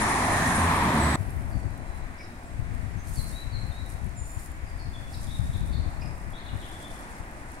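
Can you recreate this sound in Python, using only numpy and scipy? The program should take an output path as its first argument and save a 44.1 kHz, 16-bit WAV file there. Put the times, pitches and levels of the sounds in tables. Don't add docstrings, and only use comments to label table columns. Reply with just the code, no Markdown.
import sys
import numpy as np
from scipy import signal
from scipy.fft import rfft, irfft
from scipy.io import wavfile
from scipy.ndimage import uniform_filter1d

SR = 44100
rng = np.random.default_rng(int(sys.argv[2]) if len(sys.argv) > 2 else 0)


def int16_out(signal):
    q = np.round(np.clip(np.atleast_2d(signal).T, -1, 1) * 32767)
    wavfile.write(sys.argv[1], SR, q.astype(np.int16))


N = 335160
T = np.arange(N) / SR
CUT_S = 1.159


def undb(db):
    return 10 ** (np.asarray(db) / 20)


def unit(x):
    return x / np.sqrt(np.mean(x ** 2))


def curves(table):
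    time_s, *columns = np.transpose(table)
    return [np.interp(T, time_s, column) for column in columns]


def over_hz(table, hz):
    table_hz, values = np.transpose(table)
    return np.interp(np.log(hz + 1), np.log(table_hz), values)


def sides(pan_db):
    return undb(np.array([pan_db, -pan_db]) / 2)


def walk(rate, size=N):
    hold = int(SR / rate)
    steps = np.repeat(rng.standard_normal(size // hold + 1), hold)
    return 1.35 * uniform_filter1d(uniform_filter1d(steps, hold), hold)[:size]


def band(x, lo_hz, hi_hz):
    return signal.sosfilt(signal.butter(2, [lo_hz, hi_hz], "bandpass", fs=SR, output="sos"), x)


# (frequency [Hz], correlation [0-1])
PORT_CORRELATION = [(60, 0.99), (130, 1), (290, 0.98), (640, 0.88), (1410, 0.37), (3100, 0.047),
                    (6820, 0.097), (15000, 0.18)]
# (frequency [Hz], left minus right [dB])
PORT_TILT = [(60, 8), (110, -1.5), (200, 1), (380, -1), (700, -1.5), (1290, -0.5), (2380, 4.5),
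             (4400, -2.5), (8120, -3), (15000, 3.5)]


def at_ports(spectrum, ref_hz, lag_s, flicker_db, flicker_rate, swells=(), grit=1, size=N, count=10):
    hz = np.fft.rfftfreq(size, 1 / SR)
    like = np.clip(over_hz(PORT_CORRELATION, hz), 0, 1)
    mid, side = rfft(grit * rng.standard_normal((2, size)))
    mid, side = mid * np.sqrt(1 + like), side * np.sqrt(1 - like)
    late = np.exp(-2j * np.pi * hz * lag_s)
    pair = np.array([mid + side, (mid - side) * late])
    pair *= sides(over_hz(PORT_TILT, hz)) * undb(over_hz(spectrum, hz))
    inside = (hz > ref_hz[0]) & (hz < ref_hz[1])
    scale = np.sqrt(np.sum(abs(pair[:, inside]) ** 2)) / size

    step = np.log2(16384 / 32) / (count - 1)
    place = np.log2(np.clip(hz, 32, 16384) / 32) / step
    out = 0
    for k in range(count):
        centre_hz = 32 * 2 ** (k * step)
        db = flicker_db * walk(flicker_rate, size=size)
        for mid_hz, swell_db in swells:
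            db += np.exp(-np.log2(centre_hz / mid_hz) ** 2) * swell_db
        share = np.clip(1 - abs(place - k), 0, 1)
        out = out + irfft(pair * share, size) * undb(db)
    return out / scale


# (time [s], tyre band swell [dB], engine band swell [dB])
TRAFFIC_SWELLS = [(1.17, 2.5, 4), (1.9, 0.5, 0), (2.5, -3.5, 2.5), (3.2, -1, -1), (4.3, -3, -2),
                  (5.5, -1.5, -1), (6.3, 1.5, 2), (7.6, 0.5, 0.5)]
# (frequency [Hz], relative level [dB per Hz])
TRAFFIC_COLOUR = [(25, -4), (69, -7), (148, -16), (313, -16), (445, -25), (666, -17.5), (1000, -20),
                  (1300, -23.5), (1900, -22), (2500, -29.5), (2950, -38), (4500, -41.5), (6380, -42.5),
                  (9300, -41), (11500, -53.5), (15500, -54)]
TRAFFIC_DB = -48.5


def far_traffic():
    tyre_db, engine_db = curves(TRAFFIC_SWELLS)
    swells = [(850, tyre_db), (288, engine_db)]
    return at_ports(TRAFFIC_COLOUR, (500, 1300), 0.00027, 0.83, 6, swells=swells) * undb(TRAFFIC_DB)


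# (time [s], level at the left port before puffs [dB], left minus right [dB])
GUSTS = [(1.17, -26.5, 20), (1.42, -28, 11.5), (1.6, -25.5, 20), (1.8, -36, 17), (2.08, -33.5, 16),
         (2.2, -54, 5), (2.4, -48, 5), (2.58, -28.5, 14), (2.82, -26, 17), (2.9, -34, 15),
         (3.16, -26.5, 16), (3.41, -32.5, 17), (3.64, -26.5, 21), (3.75, -34.5, 15), (4.0, -29, 23),
         (4.3, -41, 6), (4.8, -36.5, 6.5), (5.3, -31, 14), (5.4, -27.5, 5), (5.8, -27, 9.5),
         (6.0, -36.5, 7), (6.31, -32, 18), (6.42, -45, 11), (6.54, -29.5, 9), (6.72, -47, 0), (7.6, -50, 2)]
# (onset [s], envelope peak [dB], frequency [Hz])
LONE_BUFFETS = [(1.204, -12, 93), (1.89, -23, 50), (2.591, -13, 85), (2.619, -27, 90), (3.189, -16.5, 90),
                (3.573, -26, 90), (4.21, -19.5, 60), (4.366, -17, 74.6), (4.5, -27, 60), (4.629, -21.5, 60),
                (4.751, -19.5, 59.6), (4.88, -21.5, 60), (5.391, -10, 90.5), (5.409, -19, 89),
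                (5.493, -15, 93), (5.608, -15.5, 90.5), (5.75, -14, 89), (6.55, -20, 87), (7.199, -24, 76)]
PUFF_DB, PUFFS_PER_S = 2, 9
RAGGED_DB, RAGGED_FULL_DB = -13.5, -25.5


def wind():
    left_db, pan_db = curves(GUSTS)
    lumps = undb(3.4 * np.array([walk(45), walk(45)]))
    eddies = band(band(lumps * rng.standard_normal((2, N)), 26.5, 102), 13, 254)
    eddies /= np.sqrt(uniform_filter1d(eddies ** 2, size=SR // 8) + 1e-9)
    puffs_db = PUFF_DB * np.array([walk(PUFFS_PER_S), walk(PUFFS_PER_S)])
    port_db = [left_db, left_db - pan_db] + puffs_db
    ragged = unit(band(lumps ** 1.5 * rng.standard_normal((2, N)), 119, 250))
    ragged_db = RAGGED_DB + 0.53 * np.minimum(port_db - RAGGED_FULL_DB, 0)
    out = (eddies + ragged * undb(ragged_db)) * undb(port_db)
    for onset_s, peak_db, hz in LONE_BUFFETS:
        cycle = hz * (T - onset_s) - .6
        envelope = np.exp(-(cycle / 0.45) ** 2)
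        out[0] += undb(peak_db) * envelope * np.cos(2 * np.pi * cycle - .6)
    return out


def tick(length):
    t = np.arange(length) / SR
    snap = rng.standard_normal((2, length)) * np.exp(-t / 0.002)
    return band(snap, 8500, 11200) + .4 * band(snap, 6000, 14000)


# (frequency [Hz], relative level [dB per Hz])
LEAF_COLOUR = [(2500, -17), (4500, -10), (6500, -9), (8200, -3.5), (10000, -3), (12000, -9.5), (15500, -22)]
# (start [s], rise [s], hold [s], fall [s], level once risen [dB], level before falling [dB],
# left minus right [dB], swell around 14 kHz [dB])
LEAF_RUSTLES = [(1.165, .03, .33, .06, -64.5, -69, 4, 7.5),
                (3.027, 0.064, .17, 0.26, -55.5, -54.5, 0.5, 5.5), (3.55, 0.14, .05, .1, -64, -62, 0, -3),
                (3.84, .06, .1, 0.13, -62, -68, 1, 2), (4.22, .06, 0.18, .07, -63, -61, 3, 6.5),
                (5.088, 0.038, 0.47, .07, -54.5, -58.5, 0.5, -2.5),
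                (5.637, 0.035, .04, .07, -59, -64, 0, 0), (6.5, 0.21, .45, .13, -55, -56.5, 0.5, -8),
                (7.28, .1, .3, .05, -62, -59, -2, -8)]
# (time [s], peak before panning [dB], left minus right [dB])
PLACED_TICKS = [(1.3064, -35, -0.5), (1.5024, -43, 4.5), (1.7054, -46, -0.5), (3.0754, -40, -3.0),
                (3.0964, -35, -3.5), (3.1996, -39, -3.0), (3.2415, -33, -3.5), (3.2764, -41, -3.0),
                (3.3373, -44, -1.5), (3.4047, -43, -2.0), (3.8611, -41, -8), (3.8931, -40, -3.0),
                (3.9005, -37, -7), (3.9184, -46, -2.5), (3.9379, -41, -5.5), (3.9883, -48, -3.0),
                (4.0432, -41, -4.5), (4.0644, -43, -3.5), (4.0926, -40, -2.5), (4.5022, -43, -0.5),
                (4.5181, -38, 1.5), (4.776, -44, -7), (5.661, -40, 0.5), (5.907, -45, -2.0),
                (6.1794, -43, -3.0), (6.3041, -44, -3.5), (6.5725, -43, -3.0), (6.6643, -43, -4.5),
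                (6.7156, -41, -4.5), (6.7421, -45, -6.0), (6.8274, -38, -3.0), (6.8833, -43, -5),
                (6.9496, -45, -2.5), (6.9915, -42, -4.0), (7.009, -40, -5.0), (7.0984, -44, -2.0),
                (7.1804, -45, -2.0), (7.3118, -42, -5.0), (7.5178, -39, -4.0)]
STILL_DB = -68.5
STRAY_TICKS, STRAY_TICK_DB, STRAY_TICK_PAN_DB = 20, -45, -3


def leaves():
    rustle_db, pan_db, bright_db = np.full(N, 1. * STILL_DB), 0, 0
    for s, rise, hold, fall, start_db, end_db, pan, bright in LEAF_RUSTLES:
        on = np.interp(T, s + np.cumsum([0, rise, hold, fall]), [0, 1, 1, 0])
        stirred_db = np.interp(T, [s + rise, s + rise + hold], [start_db, end_db])
        rustle_db += on * (stirred_db - STILL_DB)
        pan_db = pan_db + on * pan
        bright_db = bright_db + on * bright
    grain_db = 2.2 * np.minimum(rng.exponential(size=N // 64 + 1), 4.0)
    grains = np.repeat(undb(grain_db), 64)[:N]
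    crackle = at_ports(LEAF_COLOUR, (9500, 13500), 0.000204, 2.1, 30,
                       swells=[(14000, bright_db)], grit=grains, count=8)
    out = crackle * undb(rustle_db) * sides(pan_db)

    stray_s = rng.uniform(CUT_S, T[-1], STRAY_TICKS)
    stray_pan_db = STRAY_TICK_PAN_DB + 2 * rng.standard_normal(STRAY_TICKS)
    stray = np.column_stack([stray_s, np.full(STRAY_TICKS, STRAY_TICK_DB), stray_pan_db])
    for s, peak_db, pan in [*PLACED_TICKS, *stray]:
        snap, i = tick(length=400), int(s * SR)
        snap = undb(peak_db) * snap / abs(snap).max() * sides(pan)[:, None]
        out[:, i:i + 400] += snap[:, :N - i]
    return out


# (time [s], tyre roar [dB], tread whine [dB], treble sizzle [dB], engine firing rate [Hz],
# engine [dB], roar swell around 170 Hz [dB], roar swell around 5.5 kHz [dB])
CAR_PASS = [(0.0, -27, -38, -38, 87.3, -33.5, -2, 2.5), (0.26, -27, -37, -40, 88, -38, 0, 1.5),
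            (0.37, -25.5, -34, -35, 87.9, -36, 1, 1), (0.48, -26.5, -32, -40.5, 87.1, -34, 3, 2.5),
            (0.57, -26.5, -38, -37, 85.9, -31.5, 4.5, 1.5), (0.68, -25.5, -43, -44.5, 83.85, -32, 1.5, 0),
            (0.9, -25.5, -46, -47, 73.65, -34.5, 5, -2.5), (1.15, -26.5, -43, -45.5, 74, -28.5, 4, -3)]
# (frequency [Hz], relative level [dB per Hz])
TYRE_COLOUR = [(25, -9.5), (86, -4.5), (267, -5.5), (495, -13.5), (666, -6.5), (1050, -4), (1450, -13),
               (1800, -8), (2450, -15), (2850, -23.5), (4040, -23), (4750, -29), (6700, -27), (7400, -25.5),
               (10500, -31), (15500, -47)]
# (multiple of the firing rate, relative amplitude [dB])
ORDERS = [(1, 0.5), (1.5, -16), (2, -6), (2.5, -11), (3, -4)]


def car():
    n = 52920
    columns = [column[:n] for column in curves(CAR_PASS)]
    roar_db, whine_db, sizzle_db, firing_hz, engine_db, bass_db, treble_db = columns
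    roar = at_ports(TYRE_COLOUR, (500, 2500), .0001, 1.4, 5.85,
                    swells=[(170, bass_db), (5500, treble_db)], size=n, count=28)
    sizzle = band(rng.standard_normal((2, n)), 8770, 10100) * undb(2.4 * walk(70.7, size=n))
    whine = band(band(rng.standard_normal((2, n)), 1710, 1960), 1710, 1960)
    turns = np.cumsum(firing_hz * (1 + 0.01 * walk(29.3, size=n))) / SR
    engine = 0
    for order, order_db in ORDERS:
        rough_gain = undb(order_db + 5.1 * walk(11.85, size=n))
        engine = engine + rough_gain * np.sin(2 * np.pi * (order * turns + rng.random()))
    out = roar * undb(roar_db) + engine * undb(engine_db)
    out += unit(sizzle) * undb(sizzle_db) + unit(whine) * undb(whine_db)
    return np.pad(out, ((0, 0), (0, N - n)))


# (start [s], length [s],
# start pitch [Hz], end pitch [Hz], level before the swell [dB], left minus right [dB],
# pitch roughness [share], loudest place [0-1 of the tone], echo against direct [dB])
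GLIDES = [(0.59, .07, 8500, 8050, -52, 0, 0.004, .5, 6), (0.972, 0.09, 8400, 7750, -43, -1, 0.0036, 0.5, 5),
          (1.13, 0.028, 8500, 7800, -38, 1, 0, 1, 4), (1.505, 0.045, 5000, 4320, -66.5, -7, 0.022, .4, 9),
          (1.68, 0.084, 3900, 4030, -70, 0, 0, .7, 7), (1.816, .26, 4060, 3940, -72, 2, 0.0071, .4, 4),
          (2.127, 0.21, 3970, 3850, -71, 2, 0, 0.25, 4),
          (2.168, 0.092, 4830, 5400, -55, -6, 0.055, 0.54, -5),
          (2.191, 0.035, 2300, 2240, -46, 2, 0.035, 0.5, -9),
          (2.451, .04, 8040, 7600, -63.5, 0, .03, .3, 3), (2.964, 0.057, 5960, 6400, -64, -3, .015, .6, 7),
          (3.103, .06, 6400, 6450, -69, -2, .015, .6, 3), (3.238, .06, 6300, 6460, -66, 0, .015, .4, 10),
          (3.147, 0.068, 4850, 4050, -47.5, 1, 0.02, .7, 3),
          (3.312, 0.118, 3680, 4000, -47, 7, 0.002, 0.93, -3),
          (3.49, 0.071, 11100, 10500, -71, 0, 0.0058, .4, -3),
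          (3.68, .06, 10900, 9600, -73, 0, 0.0098, .4, -3),
          (3.51, 0.076, 4660, 3980, -49, 2.5, 0.012, 0.65, 4.5),
          (3.695, 0.13, 3590, 3900, -52.5, 3, 0.0033, 0.8, -0.5),
          (4.153, 0.1, 7230, 7040, -53, -1.5, .008, 0.35, 9.5),
          (4.161, 0.081, 9100, 8600, -58.5, -1, 0.017, 0.2, 10.5),
          (4.65, 0.056, 4920, 4760, -67, -4, 0.022, 0.5, 8),
          (4.787, 0.035, 4970, 4900, -62, -4, 0.037, .4, 9),
          (4.788, 0.024, 4600, 4260, -56.5, -3, 0, 0.15, 10.5),
          (4.931, 0.048, 3580, 3360, -50, 4, 0.016, .4, 1),
          (5.112, 0.056, 5060, 4300, -58, -4, 0.089, 0.5, 7),
          (5.143, 0.012, 3960, 3740, -49, 7, 0.018, 0.3, 2),
          (5.266, 0.018, 3950, 3200, -56, 4, 0.026, 0.5, 10),
          (5.303, .025, 3780, 3760, -50, 4, 0.024, 0.4, 6),
          (5.338, 0.026, 3790, 3745, -48, 5, 0.015, 0.4, 0),
          (5.528, 0.03, 3340, 4020, -53, 2, 0.047, 0.26, 7.5),
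          (5.686, 0.065, 3844, 3610, -56.5, 4, 0.026, 0.25, 7),
          (5.69, 0.12, 4640, 4170, -58.5, -4, 0.061, 0.45, 7),
          (6, .08, 5080, 4950, -55.5, -6, 0.049, 0.3, 0), (6.018, 0.026, 2420, 2400, -49, 3, 0.07, 0.3, 1),
          (6.331, 0.028, 3455, 3350, -52.5, 4, 0.027, 0.3, 5),
          (6.34, 0.042, 3790, 3690, -53.5, 4, 0.019, 0.5, 1),
          (6.366, .05, 3400, 4220, -54, -2, 0.074, 0.3, 4),
          (6.448, 0.057, 4290, 3390, -52.5, 2, 0.063, .4, 4.5),
          (6.48, 0.037, 2880, 2900, -59, 9, .03, .4, 3), (6.593, .025, 3780, 3790, -60.5, 7, .01, .4, -2),
          (6.598, 0.091, 3710, 3030, -56, 4, 0.085, 0.2, 5.5),
          (6.72, 0.031, 3560, 3295, -53, 3, 0.016, .3, 3), (6.8, 0.085, 3300, 3140, -61, 5, 0.036, .4, 6),
          (6.837, 0.033, 3540, 3480, -47, 6, 0.0044, .4, -2.5),
          (6.87, 0.071, 3550, 3520, -60, 2, 0.0041, 0.74, -8)]
CAR_SQUEAL, *BIRD_NOTES = GLIDES
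TREES_T60_S = 0.93


def squeal_and_birds():
    direct, sent = np.zeros((2, 2, N))
    flutter = undb(3.37 * walk(120))
    waver = walk(1100)
    for s, length, start_hz, end_hz, db, pan, rough, top, echo_db in [CAR_SQUEAL, *BIRD_NOTES]:
        u = np.linspace(0, 1, int(max(length, .01) * SR))
        span = slice(int(s * SR), int(s * SR) + len(u))
        glide = 1 - (1 - u) ** 1.5
        hz = (start_hz + (end_hz - start_hz) * glide) * (1 + rough * waver[span])
        swell = np.sin(np.pi / 2 * np.interp(u, [0, np.clip(top, .05, .95), 1], [0, 1, 0]))
        sine = np.sqrt(2) * np.sin(2 * np.pi * np.cumsum(hz) / SR)
        tone = undb(db) * sides(pan)[:, None] * swell * unit(flutter[span]) * sine
        direct[:, span] += tone
        sent[:, span] += tone * undb(echo_db)

    t = np.arange(SR) / SR
    decay = np.exp(-np.log(1000) * t / TREES_T60_S) * (1 - np.exp(-t / 0.0044))
    echoes = rng.standard_normal((2, SR)) * decay
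    echoes /= np.sqrt(np.sum(echoes ** 2, axis=1, keepdims=True))
    out = 0
    for spot in (T < CUT_S, T >= CUT_S):
        tail = signal.fftconvolve(sent * spot, echoes, axes=1)[:, :N]
        out = out + (direct + tail) * spot
    return out


def scene():
    wind_in = np.clip((T - CUT_S) / 0.034, 0, 1) ** 2
    corner = far_traffic() + wind_in * wind() + leaves()
    return np.where(T < CUT_S, car(), corner) + squeal_and_birds()


def record(dry):
    return signal.sosfilt(signal.ellip(14, .2, 90, 15770, fs=SR, output="sos"), dry)


dry = scene()
out = record(dry)
int16_out(out)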